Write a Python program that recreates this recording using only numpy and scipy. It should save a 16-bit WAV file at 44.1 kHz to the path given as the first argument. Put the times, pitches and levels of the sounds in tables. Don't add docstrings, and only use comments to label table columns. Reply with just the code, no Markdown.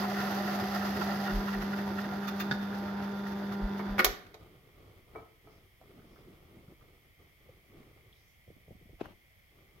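import sys
import numpy as np
from scipy import signal
from scipy.fft import rfft, irfft
from scipy.io import wavfile
from scipy.ndimage import uniform_filter1d

SR = 44100
rng = np.random.default_rng(int(sys.argv[2]) if len(sys.argv) > 2 else 0)


def dump(signal):
    limited = np.clip(np.atleast_2d(signal).T, -1, 1)
    pcm = np.round(limited * 32767).astype(np.int16)
    wavfile.write(sys.argv[1], SR, pcm)


N = 432180
T = np.arange(N) / SR
SIDES = np.array([[1], [-1]])
MAINS_HZ, TURN_HZ = 50, 3.96
FIRST_CUT_S, STOP_S = 0.002, 4.0


def amp(db):
    return 10 ** (np.asarray(db) / 20)


def unit(x):
    return x / np.sqrt(np.mean(x ** 2))


def response(points, size):
    hz, values = np.transpose(points)
    return np.interp(np.log(np.fft.rfftfreq(size, 1 / SR) + 1), np.log(hz), values)


def colour(x, points):
    return irfft(rfft(x) * amp(response(points, x.shape[-1])), x.shape[-1])


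def ring(x, resonances):
    size = x.shape[-1]
    f = np.fft.rfftfreq(size, 1 / SR) + 1
    body = sum((-1) ** k * amp(db) / (1 + 1j * (f * f - hz * hz) / (f * width_hz))
               for k, (hz, width_hz, db) in enumerate(resonances))
    return unit(irfft(rfft(x) * body, size))


def stereo(pair):
    # f/Hz, side minus mid/dB
    width = [(50, -16.5), (200, -15), (380, -13.5), (500, -3), (720, -9.5), (1000, -5), (1400, 0),
             (2000, -5.5), (2800, -2), (6000, -0.5), (9000, -10), (13000, -16.5)]
    return pair[0] + SIDES * colour(pair[1], width)


def place(x, pan, lead):
    return irfft(rfft(x) * amp(SIDES * response(pan, N) / 2) * np.exp(0.5j * SIDES * response(lead, N)), N)


def noise(points, size=N):
    return unit(colour(stereo(rng.standard_normal((2, size))), points))


def grains(per_s, spread_db, size=N):
    hits = rng.random(size) < per_s / SR
    gains = amp(spread_db * np.minimum(rng.exponential(size=size), 3))
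    return unit(stereo(hits * gains * rng.choice([-1., 1.], (2, size))))


def walk(rate_hz):
    hold = int(SR / rate_hz)
    steps = np.repeat(rng.standard_normal(N // hold + 2), hold)
    return 1.3 * uniform_filter1d(uniform_filter1d(steps, hold), hold)[:N]


def swells(rows):
    return sum(amp(db) * np.exp(-(2 * (T - s) / length_s) ** 2) for s, db, length_s in rows)


def add(out, s, sound):
    i = int(s * SR)
    out[:, i:i + sound.shape[-1]] += sound[..., :N - i]


def strikes(blows, modes, crack, crack_db, crack_t60_s):
    out, t = np.zeros((2, N)), T[:16384]
    for s, db, cutoff_hz in blows:
        sound = amp(crack_db - 60 * t / crack_t60_s) * noise(crack, size=len(t))
        for hz, mode_db, t60_s in modes:
            phase = rng.uniform(0, 2 * np.pi) + SIDES * rng.normal() * min(hz / 2000, 1)
            detuned_hz = hz * (1 + 0.015 * rng.normal())
            sound += amp(mode_db - 60 * t / t60_s) * np.sin(2 * np.pi * detuned_hz * t + phase)
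        add(out, s, amp(db) * signal.lfilter(*signal.butter(1, cutoff_hz, fs=SR), sound))
    return out


def room(x, wet_db, low_t60_s=0.44, high_t60_s=0.3):
    t = T[:32768]
    low = noise([(100, 7.5), (400, -4.5), (2000, -9.5), (4000, -10.5), (9000, -35.5)], size=len(t))
    high = noise([(1500, -29.5), (4500, 0.5), (14000, -3.0)], size=len(t))
    onset = np.clip(t / 0.012 - 0.5, 0, 1)
    tail = onset * (low * amp(-60 * t / low_t60_s) + 1.3 * high * amp(-60 * t / high_t60_s))
    return x + amp(wet_db) * signal.fftconvolve(x, unit(tail) / np.sqrt(len(t)), axes=1)[:, :N]


def workshop(rise_at_s=6.7, rise_s=0.59):
    # f/Hz, level/dB
    steady = [(25, -69), (45, -63.5), (110, -65), (280, -83.5), (650, -80.5), (1000, -87), (1600, -89.5),
              (1900, -77.5), (2150, -74), (2700, -88.5), (3250, -81.5), (3900, -93.5), (5200, -93),
              (7500, -99), (13000, -89.5), (16000, -93)]
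    late = [(1500, -48), (2000, -4), (2200, -4), (2450, -11), (3000, -37)]
    # f/Hz, L-R/dB
    pan = [(300, -0.5), (750, 2), (1200, 7), (1600, -2.5), (2400, 0), (3100, 0.5), (3600, -2.5), (4800, -7),
           (7000, 1), (9800, 0.5), (13000, -0.5)]
    # f/Hz, left lead/rad
    lead = [(300, -0.68), (1000, -1.9), (1900, -2.3), (2400, -0.87), (3000, 0.34), (4300, 1.8), (7000, 0.6)]
    rise = np.clip((T - rise_at_s) / rise_s, 0, 1)
    return place(noise(steady) * amp(-64) + noise(late) * amp(-75) * rise, pan, lead)


def rustle(hz, width_hz, spread_db, size):
    band = [(hz, width_hz, 0)]
    return ring(ring(grains(5000, spread_db, size), band), band)


def touches():
    # t/s, level/dB, f/Hz, width/Hz, t60/s
    taps = [(5.814, -56, 650, 230, 0.13), (5.995, -63, 1300, 450, .07), (6.018, -60, 1400, 450, .07),
            (6.161, -59, 1400, 400, .09), (6.282, -57, 330, 120, .09), (6.566, -59, 330, 120, .1),
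            (6.676, -62, 1300, 450, .06), (6.8105, -64, 1200, 400, 0.14), (7.951, -66, 504, 170, .08),
            (8.126, -59.5, 3360, 450, 0.083), (9.012, -42, 1720, 700, 0.013),
            (9.0578, -43, 1500, 500, 0.016), (9.057, -58, 11500, 2000, .012)]
    # t/s, peak/dB, length/s, f/Hz
    brushes = [(5.54, -75, .12, 5100), (6.154, -77, .2, 5200), (7.801, -76, .2, 1960),
               (8.17, -75, .09, 3700), (8.2, -76, 0.14, 5300), (8.3, -77, .12, 6000)]
    out, t = np.zeros((2, N)), T[:8192]
    for s, db, hz, width_hz, t60_s in taps:
        add(out, s, rustle(hz, width_hz, spread_db=2.2, size=len(t)) * amp(db - 60 * t / t60_s))
    t = T[:16384] - T[8192]
    for s, db, length_s, hz in brushes:
        envelope = amp(db) * np.exp(-(2 * t / length_s) ** 2)
        add(out, s + t[0], rustle(hz, 0.24 * hz, spread_db=2, size=len(t)) * envelope)
    return out


def rubbing(attack_s=0.021, release_db_per_s=71):
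    # t/s, length/s, level/dB
    strokes = [(4.244, 0.039, -58.5), (4.38, 0.16, -56.5), (4.658, 0.31, -58), (5.07, 0.1, -57),
               (5.433, 0.091, -59), (5.794, 0.63, -59), (6.437, 0.27, -60.5), (6.81, 0.088, -60),
               (7.174, 0.041, -65), (7.373, 0.71, -64.5), (7.698, 0.1, -58.5), (8.471, 0.54, -73),
               (9.498, 0.33, -65)]
    # t/s, peak/dB, length/s
    slides = [(9.007, -54.5, 0.025), (9.014, -46.5, 0.011), (9.047, -53.5, 0.043), (9.096, -59.5, 0.079)]
    presses = [(5.974, -57.5, .16), (6.14, -61, 0.11), (6.287, -58, 0.095), (6.575, -58, 0.11),
               (6.716, -54, 0.053), (7.78, -57.5, 0.17)]
    # f/Hz, level/dB
    rub_spectrum = [(50, 2), (110, 4), (250, -6.5), (380, -0.5), (500, -6), (600, -10.5), (750, -11.5),
                    (950, -20.5), (1200, -11.5), (1700, -28.5), (3200, -24.5), (7000, -41)]
    slide_spectrum = [(200, -10), (600, 11), (1300, 1), (1900, -8), (2800, -2), (4000, -12), (6000, -19),
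                      (8500, -37), (12000, -30), (16000, -36)]
    press_spectrum = [(60, -10), (140, -2), (250, 1), (370, -1), (520, -12), (900, -24), (2500, -44)]
    power = 0
    for s, length_s, db in strokes:
        attack = np.clip((T - s) / attack_s, 0, 1)
        power += (attack * amp(db - release_db_per_s * np.maximum(T - s - length_s, 0))) ** 2
    envelope = np.sqrt(power) * amp(2 * walk(30))
    rub = unit(colour(grains(1400, 1.84), rub_spectrum)) * envelope
    return rub + noise(slide_spectrum) * swells(slides) + noise(press_spectrum) * swells(presses)


def bumps(drag_s=0.025, drag_max_db=-52):
    # t/s, level/dB, f/Hz, L-R/dB
    hits = [(6.567, -52, 330, 0), (7.49, -53.5, 520, 8), (8.48, -51, 446, -13), (8.505, -44, 420, -7),
            (8.568, -56, 272, -19), (8.683, -49, 473, -4), (8.709, -44, 460, 7), (8.715, -44, 160, -4),
            (8.754, -54.5, 190, -16), (8.814, -52, 298, 6), (8.859, -52.5, 200, 5), (8.895, -50, 385, 5),
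            (8.933, -49.5, 300, -10), (9.012, -29, 650, 2), (9.015, -25, 357, 9.5),
            (9.0575, -40.5, 1210, 16), (9.109, -54, 200, 14)]
    # f/Hz, level/dB
    drag_spectrum = [(50, 6), (120, 7.5), (250, -5.5), (500, -6), (750, -14.5), (1100, -41), (3000, -43)]
    out, t = np.zeros((2, N)), T[:4096]
    for s, db, hz, pan_db in hits:
        cycles = hz * t - 2
        swing = np.exp(-(cycles / 0.6) ** 2) * np.cos(2 * np.pi * cycles)
        add(out, s - 2 / hz, amp(db + SIDES * pan_db / 2) * swing)
        drag = noise(drag_spectrum, size=len(t)) * np.exp(-(2 * t / drag_s - 2) ** 2)
        add(out, s + 0.0078 - drag_s, amp(min(db - 4, drag_max_db)) * drag)
    return room(out, wet_db=-20.5)


def bench():
    # t/s, relative level/dB, cutoff/Hz
    blows = [(3.794, -37, 4000), (4.347, -46.5, 500), (5.151, -45, 1510), (5.158, -38.5, 3000),
             (5.174, -59, 3000), (5.19, -53.5, 2000), (5.473, -51.5, 1020), (6.168, -64, 3000)]
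    # f/Hz, level/dB, t60/s
    modes = [(353, -14, 0.47), (436, -0.5, 0.092), (600, -8, 0.04), (681, -0.5, 0.052), (924, -10.5, 0.12),
             (1080, -18, 0.15), (1274, -8, 0.12), (2300, -12.5, 0.11)]
    # f/Hz, level/dB
    crack = [(100, -23.5), (350, 2), (480, -17), (720, -2.5), (950, 0), (1250, -8), (1600, -15),
             (2300, -28), (4000, -39)]
    knocks = strikes(blows, modes, crack, crack_db=-6.5, crack_t60_s=0.12) * amp(-5)
    muffled = colour(knocks, [(150, -22), (300, 4.0), (2400, 9.0), (3500, -20.5), (8000, -50)])
    return room(muffled, wet_db=-8)


def thuds():
    # t/s, level/dB, f/Hz, half-length/s
    pulses = [(1.365, -25, 39.2, 0.03), (1.595, -38, 43, 0.039), (2.525, -34.5, 146, 0.012),
              (3.647, -25.5, 41.7, 0.02), (3.917, -33.5, 40, 0.022), (4.083, -34, 41, 0.026),
              (6.687, -44, 150, 0.0046), (6.719, -63, 270, 0.008), (7.495, -49, 504, 0.0058)]
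    return sum(amp(db) * np.exp(-((T - s) / half_s) ** 2) * np.cos(2 * np.pi * hz * (T - s))
               for s, db, hz, half_s in pulses)


def scrapes():
    # t/s, peak/dB, length/s
    runs = [(2.284, -38.5, .024), (2.403, -36, 0.017), (2.416, -38, 0.022)]
    # f/Hz, width/Hz, level/dB
    container = [(1200, 66, 10.5), (1750, 390, 3), (2470, 70, 3.5), (2700, 55, 5.5), (3570, 75, 4.5),
                 (4200, 570, -8.5), (5140, 220, -8), (6000, 280, -12.5), (7200, 400, -18),
                 (13400, 3100, -12)]
    slips = grains(4000, 0.67) * swells(runs)
    return ring(slips, container) * np.std(slips)


def chute_ticks():
    # t/s, level/dB, cutoff/Hz
    blows = [(2.5122, -27, 8900), (2.5165, -26, 3000), (2.5245, -32, 5000)]
    # f/Hz, level/dB, t60/s
    modes = [(258, -6, 0.036), (1450, -0.5, 0.037), (1710, 1.5, 0.039), (3580, -5, 0.028),
             (4900, -8, 0.011)]
    # f/Hz, level/dB
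    crack = [(100, -18), (600, -8), (1500, 5), (2600, -4), (3600, -1), (5200, -1), (6500, -17), (8200, -31),
             (13000, -13), (16000, -22)]
    return strikes(blows, modes, crack, crack_db=-6.5, crack_t60_s=0.034)


def drum_knocks(bounce_s=0.0033):
    # t/s, relative level/dB, cutoff/Hz, loss per bounce/dB
    knocks = [(3.799, -40.5, 1500, 1), (3.982, -30, 3986, 1), (3.9925, -16.5, 3490, 2.2)]
    # f/Hz, level/dB, t60/s
    modes = [(364, -13.5, 0.2), (528, -13.5, 0.12), (793, -6.5, 0.05), (1200, -2, 0.038), (1430, -3, 0.069),
             (1848, -5, 0.045), (1920, -7, 0.044), (2200, 3.5, 0.03), (2930, -12.5, .03),
             (3390, -10, 0.023), (4256, -15, 0.03)]
    # f/Hz, level/dB
    crack = [(100, -7.5), (400, -8), (1000, -1), (1800, -5.5), (2800, -7.5), (4500, -12.5), (8000, -31),
             (13000, -1.5), (16000, -10)]
    blows = [(s + k * bounce_s, db - k * loss_db, cutoff_hz)
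             for s, db, cutoff_hz, loss_db in knocks for k in range(5)]
    return strikes(blows, modes, crack, crack_db=-1, crack_t60_s=0.055) * amp(-3)


def stop_clack():
    # t/s, level/dB, cutoff/Hz
    blows = [(4.0455, -14, 19900), (4.0545, -22.5, 4000), (4.064, -19.5, 1200), (4.25, -51, 1500),
             (4.266, -45, 1500), (4.3425, -43.5, 4500), (4.349, -49, 1200)]
    # f/Hz, level/dB, t60/s
    modes = [(409, -17.5, 0.15), (490, -15.5, 0.07), (739, -14.5, 0.1295), (1162, -11.5, 0.064),
             (1500, -13.5, .04), (1820, -16.5, 0.032), (2450, -13, 0.027)]
    # f/Hz, level/dB
    crack = [(100, -17.5), (230, -21.5), (350, -6), (520, -0.5), (1100, -9.5), (1450, -10), (2150, -1.5),
             (2800, -13.5), (3600, -5), (5000, -9.5), (7700, -18), (8600, -31.5), (11000, -10.5),
             (14000, -6), (15800, -15)]
    # f/Hz, L-R/dB
    pan = [(300, 1.5), (1400, -1), (3700, -6), (6000, -12.5), (7500, -13), (9000, 3.5), (13000, -1.5),
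           (15000, 2)]
    # f/Hz, left lead/rad
    lead = [(300, -1.7), (600, .7), (900, -1), (1300, 3.2), (2000, 2.5), (3000, -.6), (5000, -2),
            (12000, 0.5)]
    clacks = strikes(blows, modes, crack, crack_db=-1.5, crack_t60_s=0.053)
    return place(room(clacks, wet_db=-12.5), pan, lead)


def load_at(s, ease_at_s=1.05, decay_s=1.04):
    return np.exp(-np.maximum(s - ease_at_s, 0) / decay_s)


def hum(load, load_db=2, flutter_db=0.6, waver_db=2.5):
    # mains multiple (rounded to even), level/dB, L-R/dB (overtones only)
    lines = [(4, -37, -2.5), (6, -71, -2), (8, -52.5, 0), (9.96, -67, 19.5), (12, -60.5, 11.5),
             (14, -70, 8), (16, -56.5, -3), (18, -58.5, -16), (19.88, -56.5, 2.5), (22, -68, 8.5),
             (24, -60, -2.5), (26, -68.5, -6), (28, -59.5, -11.5), (34, -76, -0.5), (36, -75.5, -2.5),
             (66, -76, -3.5), (68, -75, -4), (70, -71, -8.5), (72, -70, -12)]
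    out, mains_phase = 0, 2 * np.pi * MAINS_HZ * T + 0.023 * walk(20)
    for k, (multiple, db, pan_db) in enumerate(lines):
        overtone = k > 0
        swing_db = waver_db * walk(20) if overtone else load_db * load + flutter_db * walk(20)
        blur = 0.011 * multiple * walk(90) * overtone
        phase = 2 * np.round(multiple / 2) * mains_phase + blur + rng.uniform(0, 2 * np.pi)
        out += np.sqrt(2) * amp(db + swing_db + SIDES * pan_db / 2 * overtone) * np.sin(phase)
    return out


def drive(load, swish):
    # f/Hz, level/dB
    whir_spectrum = [(40, -33), (75, -7.5), (130, -8), (200, -6.5), (290, -10), (380, -5), (480, -15),
                     (700, -15), (1100, -25.5), (1450, -15), (1950, -22), (2400, -30.5), (4700, -37.5),
                     (8000, -67.5)]
    # f/Hz, width/Hz, level/dB
    housing = [(349, 31, -3), (418, 35, -6), (596, 39, 1), (738, 26, 7), (801, 49, 0.5), (1236, 180, -8),
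               (1400, 39, -5), (1815, 83, -8), (2000, 80, -8.5), (2742, 110, -19), (4770, 127, -17.5)]
    buzz = 1 + 0.6 * np.cos(2 * np.pi * 4 * MAINS_HZ * T)
    whir = unit(colour(grains(6000, 3.6) * buzz, whir_spectrum))
    rattle = ring(grains(2500, 2.75) * buzz, housing)
    taps = np.cos(2 * np.pi * MAINS_HZ * T) ** 10
    sing = ring(grains(5460, 2) * taps, [(3290, 110, 0)]) * amp(-79 + 2.19 * walk(25))
    whir_db = -45 + 3.5 * load + 1.25 * walk(25)
    rattle_db = -53.5 + 14.5 * load + 1.1 * swish + walk(30)
    return whir * amp(whir_db) + rattle * amp(rattle_db) + sing


def cuts(length_s=0.035, jitter_s=0.011, trailing_db=-10, focus_hz=1040, scatter_octaves=0.21):
    k = np.arange(int(2 * TURN_HZ * STOP_S))
    late, strong, high = rng.standard_normal((len(k), 3)).T
    s = FIRST_CUT_S + k / (2 * TURN_HZ) + jitter_s * late
    bite_db = trailing_db * (k % 2) + 0.5 * strong
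    tear_db = -53 + 2 * load_at(s) + bite_db
    rasp_db = -56.5 + 9 * load_at(s) + bite_db
    hz = focus_hz * 2 ** (scatter_octaves * high)
    return np.column_stack([s, tear_db, rasp_db, np.full(len(k), length_s), hz])


def rasps(bites, focus_db_per_octave=10):
    # f/Hz, width/Hz, level/dB
    drum = [(400, 79, 4), (740, 70, 5.5), (996, 210, -1.5), (1386, 97, 4), (1868, 99, 2), (2740, 150, -4.5),
            (3520, 190, -7)]
    out, t = np.zeros((2, N)), T[:8192] - T[4096]
    for s, db, length_s, focus_hz in bites:
        detune = 1 + 0.036 * rng.normal()
        body = [(hz * detune, width_hz, mode_db - focus_db_per_octave * abs(np.log2(hz / focus_hz)))
                for hz, width_hz, mode_db in drum]
        burst = ring(grains(2000, 2.4, size=len(t)), body) * amp(db) * np.exp(-(2 * t / length_s) ** 2)
        add(out, max(s + t[0], 0), burst[:, s + t >= 0])
    return out


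def shredding(load, swish):
    # t/s, tear/dB, rasp/dB, length/s, rasp focus/Hz
    catches = [(0.043, -48, -34, 0.033, 940), (0.197, -45.5, -37.5, 0.091, 1500),
               (0.28, -53, -38, 0.016, 1200), (0.316, -43, -37.5, 0.037, 750),
               (0.352, -43, -48, 0.017, 780), (0.486, -63, -36, 0.028, 1590), (0.556, -49, -37, .026, 860),
               (0.602, -44, -38, .02, 780), (0.756, -58, -38.5, 0.026, 1400),
               (0.823, -55, -37, 0.029, 1490), (0.859, -45, -37, .025, 800), (0.971, -45, -41, 0.017, 1600),
               (1.02, -59, -32.5, 0.019, 1200), (1.091, -58, -37.5, 0.024, 740),
               (1.289, -65, -37, 0.062, 1450), (1.485, -50, -35.5, 0.021, 1300),
               (1.539, -48.5, -38.5, 0.034, 1780), (1.623, -49, -40, 0.022, 1500),
               (1.738, -58, -37, .018, 1300), (1.792, -63, -40.5, 0.025, 1700),
               (1.879, -51.5, -39.5, 0.027, 750), (1.989, -55, -36.5, 0.022, 1520),
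               (2.049, -54, -43, 0.037, 1600), (2.131, -59, -40, 0.03, 740), (2.245, -52, -43, 0.049, 1500),
               (2.375, -54, -54, 0.056, 1500), (2.627, -53, -45, 0.037, 1550), (2.752, -53, -52, .03, 1400),
               (2.891, -64, -46, .025, 1600), (3.08, -66, -46, 0.016, 1400), (3.268, -58, -45, 0.02, 1500),
               (3.323, -54.5, -49, 0.033, 1500), (3.524, -58, -39, 0.016, 1300)]
    # f/Hz, level/dB
    tear_spectrum = [(300, -31), (700, -7), (1100, -1), (1900, 1), (2300, -6), (3300, -6.5), (5000, -9),
                     (6500, -18), (8200, -29), (10000, -21), (12700, -10.5), (15800, -21.5)]
    s, tear_db, rasp_db, length_s, hz = np.vstack([cuts(), catches]).T
    steady_db = -59 + 14.5 * load + 0.44 * swish + walk(40)
    envelope = np.hypot(amp(steady_db), swells(zip(s, tear_db, length_s)))
    tearing = unit(colour(grains(7000, 2.5), tear_spectrum)) * envelope
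    return tearing + rasps(zip(s, rasp_db, length_s, hz))


def machine(hum_fall_db_per_s=700, coast_db_per_s=65):
    # f/Hz, L-R/dB
    pan = [(300, -1.5), (700, -1), (1400, -3.5), (2400, -1), (3700, -3), (6000, -15.5), (7500, -12),
           (9000, 2), (13000, -4), (15000, 5)]
    # f/Hz, left lead/rad
    lead = [(300, -0.05), (690, -0.15), (1050, 0.6), (1500, .7), (2000, 0.48), (2700, 0.12), (4500, 1),
            (7000, -0.51), (8500, 0)]
    load = load_at(T)
    swish = np.cos(2 * np.pi * 2 * TURN_HZ * (T - FIRST_CUT_S))
    stopped_s = np.maximum(T - STOP_S, 0)
    motor = hum(load) * amp(-hum_fall_db_per_s * stopped_s)
    turning = (drive(load, swish) + shredding(load, swish)) * amp(-coast_db_per_s * stopped_s)
    contacts = room(drum_knocks() + chute_ticks() + scrapes(), wet_db=-10.5)
    return motor + place(turning + contacts, pan, lead) + stop_clack()


def scene():
    return bench() + machine() + thuds() + rubbing() + bumps() + touches() + workshop()


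def record(dry, low_hz=18, top_hz=15800):
    dry = signal.sosfilt(signal.butter(2, low_hz, "high", fs=SR, output="sos"), dry)
    return signal.sosfilt(signal.ellip(10, 0.2, 80, top_hz, fs=SR, output="sos"), dry)


dry = scene()
out = record(dry)
dump(out)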